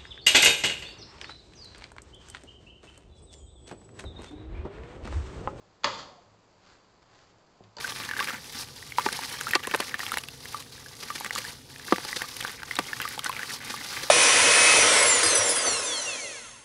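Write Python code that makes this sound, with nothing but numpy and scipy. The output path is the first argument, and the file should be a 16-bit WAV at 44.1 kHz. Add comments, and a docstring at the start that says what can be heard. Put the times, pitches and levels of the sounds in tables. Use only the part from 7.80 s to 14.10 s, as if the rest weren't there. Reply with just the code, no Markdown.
"""Outdoors, over a tub of muddy water, two hands crush a damp sand-cement block close to the microphone.
Squeezed sand hisses and crunches as filtered swarms of tiny impacts; grit snaps as short noise bursts.
Crumbs plop into the water as ringing bubbles, and larger lumps thud onto the soaked blocks below
as pressure pulses with spray. Resonances make the tub ring briefly after each; a low rumble lies beneath."""
import sys
import numpy as np
from scipy import signal
from scipy.fft import rfft, irfft, next_fast_len
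from scipy.io import wavfile
from scipy.ndimage import map_coordinates

SR = 44100
rng = np.random.default_rng(int(sys.argv[2]) if len(sys.argv) > 2 else 0)


def put_to_file(sound):
    """Save the sound as 16-bit audio at rate SR, in the file named by the first command-line argument."""
    columns = np.atleast_2d(sound).T  # one column per channel
    safe = np.clip(columns, -1, 1)
    whole_steps = np.round(safe * 32767)
    wavfile.write(sys.argv[1], SR, whole_steps.astype(np.int16))


N = 277830

# Levels in these tables are relative: fixed offsets and the tub act on them later.
# spectrum of the low outdoor rumble: (frequency [Hz], level [dB])
AIR_SPECTRUM = [(13, -46), (22, -30), (38, -9.5), (123, 1), (142, 3), (187, -12), (254, -3), (335, -12),
                (467, -6.5), (597, -19), (700, -13.5), (910, -43), (1540, -120)]
# resonances of the hollow of the tub: (frequency [Hz], gain [dB], 60 dB decay time [s])
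TUB_MODES = [(189, 1.5, 0.086), (502, 0, 0.044), (857, -2, 0.038), (1170.5, 4.5, 0.09), (1512, -8.5, 0.03)]
# handfuls raining on the water: (start [s], end [s], crumb level [dB], wet sand level [dB])
HANDFULS = [(0.0, 0.298, -23, -47), (.35, 0.499, -16.5, -41.5), (1.199, 1.619, -27, -46),
            (1.679, 1.751, -17, -45), (1.83, 1.953, -21.5, -47.5), (2.001, 2.371, -26.5, -48.5),
            (3.288, 3.679, -28.5, -55), (4.141, 4.448, -26.5, -50), (4.6, 4.72, -20, -48),
            (4.889, 5.168, -30, -48.5), (5.197, 5.304, -16, -44.5), (5.425, 5.649, -22, -46.5),
            (5.706, 6.277, -34.5, -45.5)]
# spectrum of water slapped by crumbs: (frequency [Hz], level [dB])
SPLASH_SPECTRUM = [(300, -6.5), (1200, -1.5), (3200, -2), (4800, -10.5), (14000, -18.5)]
# larger crumbs trapping a bubble: (time [s], level [dB], starting pitch [Hz], 60 dB decay time [s])
BUBBLE_CRUMBS = [(0.0448, -23.5, 1495, 0.045), (.29, -21, 1720, 0.015), (0.312, -19, 1670, 0.018),
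                 (0.3355, -23.5, 1520, 0.025), (0.3661, -22, 1680, .02), (.392, -18.5, 1570, 0.027),
                 (0.4062, -22, 1073, 0.045), (0.4275, -15, 2470, 0.0046), (0.4737, -18, 2300, .006),
                 (0.505, -25, 1310, 0.017), (1.0262, -30, 1870, 0.017), (1.1215, -26, 2140, 0.016),
                 (1.1843, -11, 945, .026), (1.1956, -15.5, 1210, 0.0074), (1.2877, -16, 1530, 0.0085),
                 (1.3904, -20.5, 910, 0.011), (1.6108, -17.5, 1550, .008), (1.669, -22.5, 1305, 0.046),
                 (1.7345, -12, 1820, 0.018), (1.748, -18, 2350, 0.012), (1.8366, -23, 2800, .006),
                 (1.8504, -25, 1760, .015), (1.9124, -14.5, 2550, 0.0037), (2.1423, -16.5, 1700, .017),
                 (2.1937, -13.5, 1350, 0.0033), (2.203, -22.5, 1840, .019), (2.2327, -22, 1340, .008),
                 (2.2654, -17, 3200, 0.0071), (2.3188, -20.5, 1270, 0.026), (2.3407, -17, 1660, .006),
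                 (2.3722, -9.5, 1980, 0.005), (2.656, -23.5, 1880, 0.0043), (2.7451, -21.5, 1187, 0.027),
                 (3.061, -35.5, 1610, 0.026), (3.3022, -25, 1157, .038), (3.4087, -26, 885, 0.015),
                 (3.4466, -18, 1610, 0.0053), (3.4627, -18, 1700, 0.0042), (3.5079, -16.5, 1880, 0.01),
                 (3.5596, -18, 1230, 0.01), (3.6494, -28, 1670, 0.028), (4.1602, -18, 1950, 0.0076),
                 (4.329, -19.5, 1930, 0.018), (4.4189, -13.5, 1840, 0.0068), (4.441, -32.5, 1156, 0.041),
                 (4.6494, -17, 1620, 0.0082), (4.679, -18, 3220, .004), (4.8322, -18.5, 1500, 0.006),
                 (4.911, -18, 1970, 0.015), (4.9667, -20.5, 3760, 0.014), (5.1317, -18, 1700, 0.02),
                 (5.2524, -25, 1182, .043), (5.378, -23, 840, 0.011), (5.3929, -13, 3250, 0.0044),
                 (5.4615, -18.5, 1440, .024), (5.4955, -20, 1010, .031), (5.5277, -19, 2430, 0.0043),
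                 (5.5655, -20.5, 2210, 0.011), (5.5935, -26, 1490, 0.021), (5.6314, -19.5, 1850, 0.012),
                 (5.941, -20, 1170, 0.0096)]
# lumps landing, lower for a big soft lump: (time [s], level [dB], centre [Hz], splatter [dB re level])
LUMP_LANDINGS = [(1.1842, -27, 890, 6), (1.2636, -12.5, 900, -20), (1.7527, -7, 2620, -17),
                 (1.7548, -11.5, 1110, -12), (1.8741, -21, 1010, -17), (1.9405, -14, 1010, -9),
                 (1.9471, -11, 1240, -4.5), (2.0022, -16.5, 990, -7), (4.1242, -5, 714, -13),
                 (4.125, -14, 1510, -26), (4.183, -27.5, 700, 4), (4.2499, -30, 860, 9),
                 (4.989, -12, 1185, -2.5), (4.993, -19.5, 400, -2)]
# loudest grits cracking or striking: (time [s], level [dB], treble [dB re level])
LOUD_GRITS = [(.4004, -6, -28), (.443, -14, -15), (1.3264, -18, -8), (1.61, -18, -9), (1.6901, -19, -9),
              (1.7107, -14, -11), (1.7348, -20, -16), (1.7524, -14, -11), (1.8707, -15, -7.5),
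              (1.9457, -11, -20), (1.9606, -19, -6), (2.003, -3, -19.5), (2.3184, -17.5, -8),
              (2.383, -9.5, -15), (2.436, -13, -22), (2.4848, -14.5, -19), (3.4005, -22, -5),
              (3.4456, -20, -9), (3.552, -16, -8), (3.585, -15.5, -10.5), (4.05, -26, -12),
              (4.4194, -22, -9), (4.566, -18, -13), (4.6082, -11, -13.5), (4.9541, -14, -12),
              (4.9889, -7.5, -18), (5.2158, -9, -17), (5.2873, -17.5, -9.5), (5.3911, -11, -21.5),
              (5.4435, -17, -6.5), (5.4932, -17, -13)]
# pockets of sand giving way in the fist: (time [s], level [dB])
COLLAPSES = [(0.097, -32), (.828, -40.5), (1.261, -30), (1.329, -32.5), (3.233, -34), (3.358, -31.5),
             (3.555, -35.5), (3.583, -30), (4.112, -36), (4.29, -32), (4.367, -27), (5.466, -31.5),
             (5.905, -31), (6.046, -35.5), (6.106, -38), (6.237, -32.5)]
# spectrum of a collapsing pocket, also used for lump spray: (frequency [Hz], level [dB])
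CRUNCH_SPECTRUM = [(120, -26), (220, -1), (650, -1), (900, -4), (2000, 2), (3000, -2), (4800, 3),
                   (7500, -9.5), (10500, -10.5), (15500, -32.5)]
# the fist closing on the sand: (start [s], end [s], level [dB], swell from start to end [dB])
FIST_SQUEEZES = [(0.0, 0.268, -41.5, -3), (0.37, 0.504, -41, -3.5), (0.52, 0.72, -48, 6),
                 (0.719, 0.824, -39.5, 6), (0.957, 1.065, -50.5, -2), (1.175, 1.556, -40, -1),
                 (1.574, 1.738, -42.5, -2), (1.87, 1.947, -44, 7), (1.986, 2.088, -43, -1),
                 (2.182, 2.384, -42.5, -3), (2.621, 2.806, -46, 6), (2.92, 3.116, -52.5, -8),
                 (3.178, 3.474, -45, 0), (3.521, 3.72, -42, -3.5), (3.888, 3.99, -54, -10),
                 (4.067, 4.442, -42, -0.5), (4.474, 4.73, -43.5, 1.5), (4.855, 5.338, -44, 4),
                 (5.44, 5.645, -50, 9), (5.654, 5.739, -39, 7.5), (5.84, 6.28, -41, 5)]
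# spectrum of rubbing sand: (frequency [Hz], level [dB])
SAND_SPECTRUM = [(250, -17), (900, -3.5), (2000, -11.5), (2700, -6.5), (4000, 0), (5000, 0.5), (6200, -3.5),
                 (7600, -9.5), (10600, -8.5), (13000, -14.5), (15500, -19.5)]
# spectrum of wet sand: (frequency [Hz], level [dB])
MUD_SPECTRUM = [(120, -54), (220, 0), (450, -7), (650, -5), (860, -4.5), (1400, -0.5), (2000, 5),
                (2800, -4.5), (5000, -11.5), (12000, -21.5)]

TOP_HZ = 15750  # upper band limit of the microphone
POUR_S, DRAIN_S = 0.027, 0.078  # a shower builds up; time constant as its patter dies away
STRAY_DB, CRUMB_RANGE_DB = -31, 16  # strongest stray crumb; spread of crumb levels below the strongest
# every lump slumps just after landing: delay [s], level [dB] and pitch ratio relative to the landing
SLUMP_S, SLUMP_DB, SLUMP_PITCH = 0.003045, -8, 0.438
# lesser grits: strongest level over the rubbing, spread below it, treble relative to each
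GRIT_DB, GRIT_RANGE_DB, GRIT_TREBLE_DB = 19.5, 14, -11
CRUNCH_S = 0.01  # half the length of one collapse
GRIP_S, RELAX_S = 0.013, 0.027  # the fingers tighten; time constant as the rubbing dies away
HOLD_DB, HOLD_WAVER_DB = -50, 1.5  # sand shifting in the resting hands; depth of its random waver
SQUELCH_DB = -9.5  # mud pressed out between the fingers, relative to the rubbing


def amp(db):
    """Amplitude gain: twenty decibels are a factor of ten."""
    return 10 ** (np.asarray(db) / 20)


def unit(x):
    """Normalise by mean power, to rms 1."""
    return x / np.sqrt(np.mean(x ** 2) + 1e-20)


def clock(seconds):
    """Uniform sampling: the sample times [s] of a short sound."""
    return np.arange(int(seconds * SR)) / SR


def add(track, s, sound):
    """Superposition: mix a sound into the track from time s [s]."""
    start = max(round(s * SR), 0)
    part = track[start:start + len(sound)]
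    part += sound[:len(part)]


def wobble(rate):
    """Random modulation: a smooth curve through Gaussian knots, rate of them a second."""
    knots = rng.standard_normal(int(N * rate / SR) + 4)
    return map_coordinates(knots, [np.arange(N) * rate / SR])


def coloured(x, points):
    """Spectral shaping: weight x by (frequency [Hz], level [dB]) points, at rms 1."""
    hz, db = np.transpose(points)
    size = next_fast_len(N + 8192)
    f = np.fft.rfftfreq(size, 1 / SR)
    gain = amp(np.interp(np.log(f + 1), np.log(hz), db, left=-80))
    return unit(irfft(rfft(x, size) * gain, size)[:N])


def bandpass(x, low_hz, high_hz):
    """Resonance: pass one band of frequencies."""
    return signal.sosfilt(signal.butter(2, [low_hz, high_hz], "band", fs=SR, output="sos"), x)


def swell(start, end, attack, release):
    """Envelope: a linear rise centred on start, a hold until end, then exponential decay."""
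    t = np.arange(N) / SR
    rise = np.clip((t - start) / attack + .5, 0, 1)
    return rise * np.exp(-np.maximum(t - end, 0) / release)


def grains(per_second, spread_db, width=0.29):
    """Granular noise: tiny impacts of log-normal size ring briefly at the pitch of their size class."""
    out = np.zeros(N)
    for hz in np.geomspace(200, 15000, num=18):
        # small, high grains are the most numerous
        hits = int(per_second * (hz / 15000) ** .7 * N / SR / 6)
        where = rng.integers(0, N, hits)
        size, sign = rng.standard_normal((hits, 2)).T
        strength = np.sign(sign) * amp(spread_db * np.clip(size, -2.5, 2.5))
        impacts = np.bincount(where, strength, N)
        ringing = bandpass(impacts, hz / (1 + width / 2), hz * (1 + width / 2))
        out += unit(ringing) * np.sqrt(hz)
    return unit(out)


def bubble(hz, t60, rise=4, attack=0.00027):
    """Bubble resonance: trapped air rings, its pitch climbing as it nears the surface."""
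    t = clock(.08)
    tone = np.sin(2 * np.pi * hz * t * (1 + rise * t))
    return tone * amp(-60 * t / t60) * (1 - np.exp(-t / attack))


def outdoor_air():
    """Broadband background: steady random noise weighted to the bass gives a low rumble."""
    return amp(-52.5) * coloured(rng.standard_normal(N), AIR_SPECTRUM)


def tub(x):
    """Cavity resonance: the hollow rings; the wall's short scattered tail varies through time."""
    t, ring = clock(.15), 0
    for hz, db, t60 in TUB_MODES:
        # scaled so that each mode's gain holds at its own frequency
        peak_scale = 2 * np.log(1000) / (t60 * SR)
        ring = ring + amp(db - 60 * t / t60) * np.cos(2 * np.pi * hz * t) * peak_scale
    out = x + amp(-1) * signal.fftconvolve(x, ring)[:N]
    step = SR // 8  # a new scattered tail eight times a second
    for start in range(0, N, step):
        scatter = rng.standard_normal(len(t)) * amp(-60 * t / 0.034) * (1 - np.exp(-t / 0.0015))
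        scatter /= np.linalg.norm(scatter)
        add(out, start / SR, amp(-13.0) * signal.fftconvolve(x[start:start + step], scatter))
    # direct and reflected sound cancel in one narrow band
    dip_hz = 640
    return signal.lfilter(*signal.iirnotch(dip_hz, 6, SR), out)


def crumbs(start, end, db, count):
    """Random arrivals: fine crumbs as (time [s], level [dB], starting pitch [Hz], cycles of ring)."""
    fewest_cycles, extra_cycles = 12, 20  # cycles within a 60 dB decay
    return [(start + when * (end - start), db - CRUMB_RANGE_DB * size, 1450 * 2.4 ** pitch,
             fewest_cycles + extra_cycles * life)
            for when, pitch, size, life in rng.random((count, 4))]


def showers():
    """Superposed droplet impacts: each fine crumb gives a tiny splash and a short-lived bubble."""
    out, splashes, t = np.zeros(N), np.zeros(N), clock(.02)
    crumbs_per_second, splash_t60 = 80, .005
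    # stray crumbs fall at any time, between the showers too
    falling = crumbs(0, N / SR, STRAY_DB, count=90)
    for start, end, db, _ in HANDFULS:
        falling += crumbs(start, end, db, count=int((end - start) * crumbs_per_second))
    for s, db, hz, cycles in falling:
        add(out, s, amp(db) * bubble(hz, t60=cycles / hz))
        add(splashes, s, amp(db - 5.5 - 60 * t / splash_t60))
    return out + splashes * coloured(rng.standard_normal(N), SPLASH_SPECTRUM)


def plops():
    """Impact and bubble resonance: each larger crumb slaps the surface and leaves a ringing bubble."""
    out, slaps, t = np.zeros(N), np.zeros(N), clock(.08)
    for s, db, hz, t60 in BUBBLE_CRUMBS:
        add(out, s, amp(db + 2.0) * bubble(hz, t60))
        add(slaps, s, amp(db - 12.0 - 60 * t / 0.017))
    return out + slaps * coloured(rng.standard_normal(N), SPLASH_SPECTRUM)


def lumps():
    """Soft impact: landing and slump each give push and recoil, a gulp and a rattle; wet sand sprays."""
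    out, spray, t = np.zeros(N), np.zeros(N), clock(.1)
    lead = .003  # the push begins this long [s] before the centre of the pulse
    for landing, level_db, centre_hz, splatter_db in LUMP_LANDINGS:
        slump = (landing + SLUMP_S, level_db + SLUMP_DB, centre_hz * SLUMP_PITCH)
        for s, db, hz in [(landing, level_db, centre_hz), slump]:
            phase = 2 * np.pi * hz * (t - lead)
            push_and_recoil = phase * np.exp((1 - phase ** 2) / 2)
            add(out, s - lead, amp(db) * push_and_recoil)
            # the water cavity it opens closes one period later and rings
            add(out, s + 1 / hz, amp(db - 12) * bubble(hz, t60=0.026))
            rattle = unit(bandpass(rng.standard_normal(len(t)), hz / 2.6, min(hz * 1.8, SR / 3)))
            add(out, s, rattle * amp(db - 8.5 - 60 * t / 0.025))
        add(spray, landing, amp(level_db + splatter_db - 3.5 - 60 * t / 0.0091))
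    # small lumps radiate no deep bass
    thuds = signal.sosfilt(signal.butter(3, 140, "high", fs=SR, output="sos"), out)
    return thuds + spray * coloured(rng.standard_normal(N), CRUNCH_SPECTRUM)


def lesser_grits(rub, count):
    """Stress-driven fracture: small grits crack at random moments, louder under a harder squeeze."""
    grits = []
    for when, size in rng.random((count, 2)):
        rub_db = 20 * np.log10(rub[int(when * N)])
        grits.append((when * N / SR, rub_db + GRIT_DB - GRIT_RANGE_DB * size, GRIT_TREBLE_DB))
    return grits


def snaps(rub):
    """Brittle fracture: hard grit cracks with a very short tick, each piece bright at its own pitch."""
    middle, treble, t = np.zeros(N), np.zeros(N), clock(0.063)
    for s, db, treble_db in list(LOUD_GRITS) + lesser_grits(rub, count=170):
        add(middle, s + 0.001245, amp(db - 15.5 - 60 * t / 0.017))
        hz = rng.uniform(7500, 10800)
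        tick = unit(bandpass(rng.standard_normal(len(t)), hz * .75, hz * 1.25))
        tick_envelope = amp(db + treble_db + 10.5 - 60 * t / 0.0044) * (1 - np.exp(-t / 0.00056))
        add(treble, s + .0005, tick * tick_envelope)
    middle_spectrum = [(900, -6.5), (3000, 8), (5000, -1.5), (8000, -36)]  # (frequency [Hz], level [dB])
    return treble + middle * coloured(rng.standard_normal(N), middle_spectrum)


def crunches():
    """Granular collapse: a pocket gives way in a short swarm of grains under a Gaussian envelope."""
    t, force = np.arange(N) / SR, np.zeros(N)
    for s, db in COLLAPSES:
        force += amp(db) * np.exp(-((t - s) / CRUNCH_S) ** 2 * 2)
    return force * coloured(grains(14000, spread_db=1.5), CRUNCH_SPECTRUM)


def rubbing():
    """Addition of powers: each squeeze grips, tightens or eases, and lets go over a wavering hold."""
    t, power = np.arange(N) / SR, amp(HOLD_DB + HOLD_WAVER_DB * wobble(7.7)) ** 2
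    for start, end, db, swell_db in FIST_SQUEEZES:
        progress = np.clip((t - start) / (end - start), 0, 1)
        squeeze = amp(db + swell_db * (progress - .5)) * swell(start, end, GRIP_S, RELAX_S)
        power += squeeze ** 2
    return np.sqrt(power)


def crumbling(rub):
    """Granular friction: grains rub in uneven slips; wet sand squelches and patters on the water."""
    pour = sum(amp(db) * swell(start, end, POUR_S, DRAIN_S) for start, end, _, db in HANDFULS)
    slips = amp(-.5 + 2.0 * wobble(90))
    sand = coloured(grains(14000, spread_db=3.5), SAND_SPECTRUM) * rub * slips
    wetness = np.hypot(pour, amp(SQUELCH_DB) * rub)
    mud = coloured(grains(7000, spread_db=4), MUD_SPECTRUM) * wetness * amp(4.1 * wobble(60))
    return sand + mud


def scene():
    """Superposition: all the crumbling sounds in the tub, over a low outdoor rumble."""
    air = outdoor_air()
    rub = rubbing()
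    water = showers() + plops()
    solids = lumps() + snaps(rub) + crunches() + crumbling(rub)
    return (tub(water + solids) + air)[None]


def record(dry):
    """Band limitation: the microphone keeps nothing above its upper limit."""
    size = next_fast_len(N + 8192)
    passed = np.fft.rfftfreq(size, 1 / SR) < TOP_HZ
    return irfft(rfft(dry, size) * passed, size)[..., :N]


dry = scene()
out = record(dry)
put_to_file(out)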